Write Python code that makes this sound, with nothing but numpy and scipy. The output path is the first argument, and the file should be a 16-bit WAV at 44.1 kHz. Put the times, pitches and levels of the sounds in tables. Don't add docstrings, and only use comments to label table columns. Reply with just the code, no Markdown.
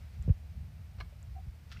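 import sys
import numpy as np
from scipy import signal
from scipy.fft import rfft, irfft
from scipy.io import wavfile
from scipy.ndimage import uniform_filter1d

SR = 44100
rng = np.random.default_rng(int(sys.argv[2]) if len(sys.argv) > 2 else 0)


def master_out(mix):
    frames = np.transpose(np.atleast_2d(mix))
    ceiling = np.clip(frames, -1, 1)
    pcm = np.round(ceiling * 32767).astype(np.int16)
    wavfile.write(sys.argv[1], SR, pcm)


N = 79380
T = np.arange(N) / SR


def from_db(db):
    return 10 ** (np.asarray(db) / 20)


def rms_one(x):
    return x / np.sqrt(np.mean(x ** 2) + 1e-20)


def colour(x, spectrum):
    hz, db = np.transpose(spectrum)
    f = np.arange(N // 2 + 1) * SR / N + 1e-3
    gain = from_db(np.interp(np.log(f), np.log(hz), db))
    roll_off = (np.minimum(f / hz[0], 1) * np.minimum(hz[-1] / f, 1)) ** 2
    return rms_one(irfft(rfft(x) * roll_off * gain, N))


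def envelope(start, rise, t60, hold=0):
    age = T - start
    return np.clip(age / rise, 0, 1) * np.exp(-np.log(1000) * np.maximum(age - rise - hold, 0) / t60)


def crackle(bursts, spectrum, grains_per_s=6000, spread_db=1, noise_gain=0.74):
    sizes = from_db(spread_db * np.minimum(rng.exponential(1, N), 4))
    signs = rng.choice([-1, 1], N)
    grains = rms_one(sizes * signs * (rng.random(N) < grains_per_s / SR))
    texture = colour(grains + noise_gain * rng.standard_normal(N), spectrum)
    power = sum((from_db(db) * envelope(s, rise, t60)) ** 2 for s, db, rise, t60 in bursts)
    return texture * np.sqrt(power)


def air():
    # frequency in Hz, relative level in dB.
    spectrum = [(200, 4.5), (400, -2.5), (680, 1), (950, -5), (2300, -4.5), (3300, -10), (5200, -11),
                (7000, -17), (9300, -16.5), (10400, -21), (11500, -17.5), (15000, -17)]
    return colour(rng.standard_normal(N), spectrum) * from_db(-66.5)


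def far_hoot(start=1.35):
    # pitch in Hz, peak level in dB.
    partials = [(762, -52.5), (708, -57)]
    tone = sum(from_db(db) * np.sin(2 * np.pi * hz * (T - start)) for hz, db in partials)
    return tone * envelope(start, rise=0.016, t60=0.087, hold=0.024)


def ticks(hz=7400, length_s=0.00138):
    # start in seconds, peak level in dB.
    events = [(0.225, -49.5), (1.2284, -48.5)]
    out = np.zeros(N)
    for start, db in events:
        age = T - start
        window = np.sin(np.pi * np.clip(age / length_s, 0, 1)) ** 2
        out += from_db(db) * window * np.cos(2 * np.pi * hz * (age - length_s / 2))
    return out


def shore_scatter(sound):
    tail = rng.standard_normal(N) * envelope(0, rise=0.0037, t60=0.17)
    tail /= np.sqrt(np.sum(tail ** 2))
    return from_db(-13.5) * signal.fftconvolve(sound, tail)[:N]


def sand_shuffles():
    # start in seconds, level in dB, rise and t60 in seconds.
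    shuffles = [(-.02, -70.5, 0.04, 1), (.125, -68, 0.015, .35), (.205, -67.5, 0.024, 0.42)]
    # frequency in Hz, relative level in dB.
    spectrum = [(500, -13), (1200, 1), (2400, 3.5), (3400, -4.5), (4600, -1), (7000, -11.5), (14000, -20)]
    return crackle(shuffles, spectrum)


def wind_rumble():
    # time in seconds, level in dB.
    breeze = [(0, -45.5), (.05, -44.5), (.115, -50), (.17, -42.5), (.2, -45), (.26, -36), (.36, -46.5),
              (.55, -44), (.6, -39), (.71, -49.5), (.8, -45), (.94, -49.5), (1.04, -43), (1.11, -49.5),
              (1.22, -48), (1.33, -41.5), (1.45, -45.5), (1.62, -52.5), (1.78, -45)]
    # frequency in Hz, relative level in dB.
    spectrum = [(20, -34), (35, -20), (55, -2.5), (78, 2.5), (115, -9), (165, -15), (220, -24.5),
                (300, -50.5), (450, -47)]
    noise = colour(rng.standard_normal(N), spectrum)
    noise /= np.sqrt(uniform_filter1d(noise ** 2, size=2600) + 1e-9)
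    return noise * from_db(np.interp(T, *np.transpose(breeze)))


def wind_buffets(sag_cycles=1.65):
    # peak time in seconds, peak level in dB, pitch there in Hz, width in cycles.
    eddies = [(.2040, -30.5, 72.3, 0.64), (0.2801, -36.5, 390, 0.63), (.2870, -20, 110, 0.59),
              (0.3072, -13, 93.5, 0.65), (.9900, -35.5, 79, 0.74), (1.4830, -34, 79, 0.65)]
    # start in seconds, level in dB, rise and t60 in seconds.
    flutter = [(.273, -58.5, 0.0029, 0.04), (.2885, -43.5, 0.0026, .07)]
    # frequency in Hz, relative level in dB.
    flutter_spectrum = [(250, 3), (400, -1.5), (560, 2), (750, -14), (1300, -24), (2700, -22), (3600, -38),
                        (9000, -62)]
    swings = np.zeros(N)
    for peak, db, hz, width in eddies:
        period_stretch = np.maximum(1 + (T - peak) * hz / sag_cycles, 1e-6)
        cycles = sag_cycles * np.log(period_stretch)
        swings += from_db(db) * np.exp(-.5 * (cycles / width) ** 2) * np.cos(2 * np.pi * cycles)
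    return swings + crackle(flutter, flutter_spectrum)


def drops(pitch_rise_per_s=3.2):
    # start in seconds, peak level in dB, starting pitch in Hz, t60 in seconds.
    plinks = [(1.1235, -56.5, 560, 0.063), (1.6940, -55, 6100, .004), (1.7020, -56, 4570, .006),
              (1.7168, -34.5, 3300, 0.0017), (1.7194, -48, 1356, 0.04), (1.7241, -46, 1940, 0.0035),
              (1.7477, -58, 1250, 0.041), (1.7644, -49, 1400, 0.028), (1.7698, -50.5, 2660, 0.033),
              (1.7723, -50.5, 2030, 0.026), (1.7935, -54, 2570, 0.064), (1.7975, -54, 1400, 0.025)]
    out = np.zeros(N)
    for start, db, hz, t60 in plinks:
        age = np.maximum(T - start, 0)
        cycles = hz * age * (1 + pitch_rise_per_s * age / 2)
        out += from_db(db) * envelope(start, .5 / hz, t60) * np.sin(2 * np.pi * cycles)
    return out


def hoof_slap(pocket_db=-44.5):
    # start in seconds, level in dB, rise and t60 in seconds.
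    slaps = [(.980, -59.5, 0.0061, 0.25), (1.0000, -44, 0.0045, 0.038), (1.0070, -44.5, 0.0041, 0.024)]
    # frequency in Hz, relative level in dB.
    spectrum = [(200, -4.5), (380, -5), (800, 0), (1250, 3.5), (1900, -7.5), (2300, -3), (3000, -5),
                (3400, -11), (4200, -7.5), (5600, -14.5), (6600, -27), (9000, -29.5), (14000, -33)]
    # pitch in Hz, level in dB relative to pocket_db, t60 in seconds.
    pockets = [(675, -5, 0.041), (1051, -2, .03), (1182, 1, 0.031), (1360, -19, .028), (1650, 1.5, 0.021),
               (2190, 2.5, 0.024), (4190, -6.5, 0.018)]
    landing, _, rise, _ = slaps[-1]
    rings = np.zeros(N)
    for hz, db, t60 in pockets:
        tone = np.sin(2 * np.pi * (hz * T + rng.random()))
        rings += from_db(pocket_db + db) * envelope(landing, rise, t60) * tone
    return crackle(slaps, spectrum) + rings


def hoof_splash():
    # start in seconds, level in dB, rise and t60 in seconds.
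    splashes = [(1.688, -63.5, 0.027, 0.24), (1.7150, -56, 0.0045, 0.26), (1.7190, -48, 0.0057, 0.033),
                (1.7670, -62.5, .004, 0.11), (1.7860, -64, 0.0037, .1)]
    # frequency in Hz, relative level in dB.
    spectrum = [(600, -32), (950, -37), (1300, 9), (2000, 3), (3000, 4), (5400, -0.5), (7800, -15.5),
                (14000, -25)]
    return crackle(splashes, spectrum)


def scene():
    pond = hoof_slap() + hoof_splash() + drops() + far_hoot()
    shore = shore_scatter(pond) + sand_shuffles()
    return (pond + shore + ticks() + wind_rumble() + wind_buffets() + air())[None]


def record(dry, cutoff_hz=15350):
    return signal.sosfilt(signal.ellip(12, .1, 80, cutoff_hz, fs=SR, output="sos"), dry)


dry = scene()
out = record(dry)
master_out(out)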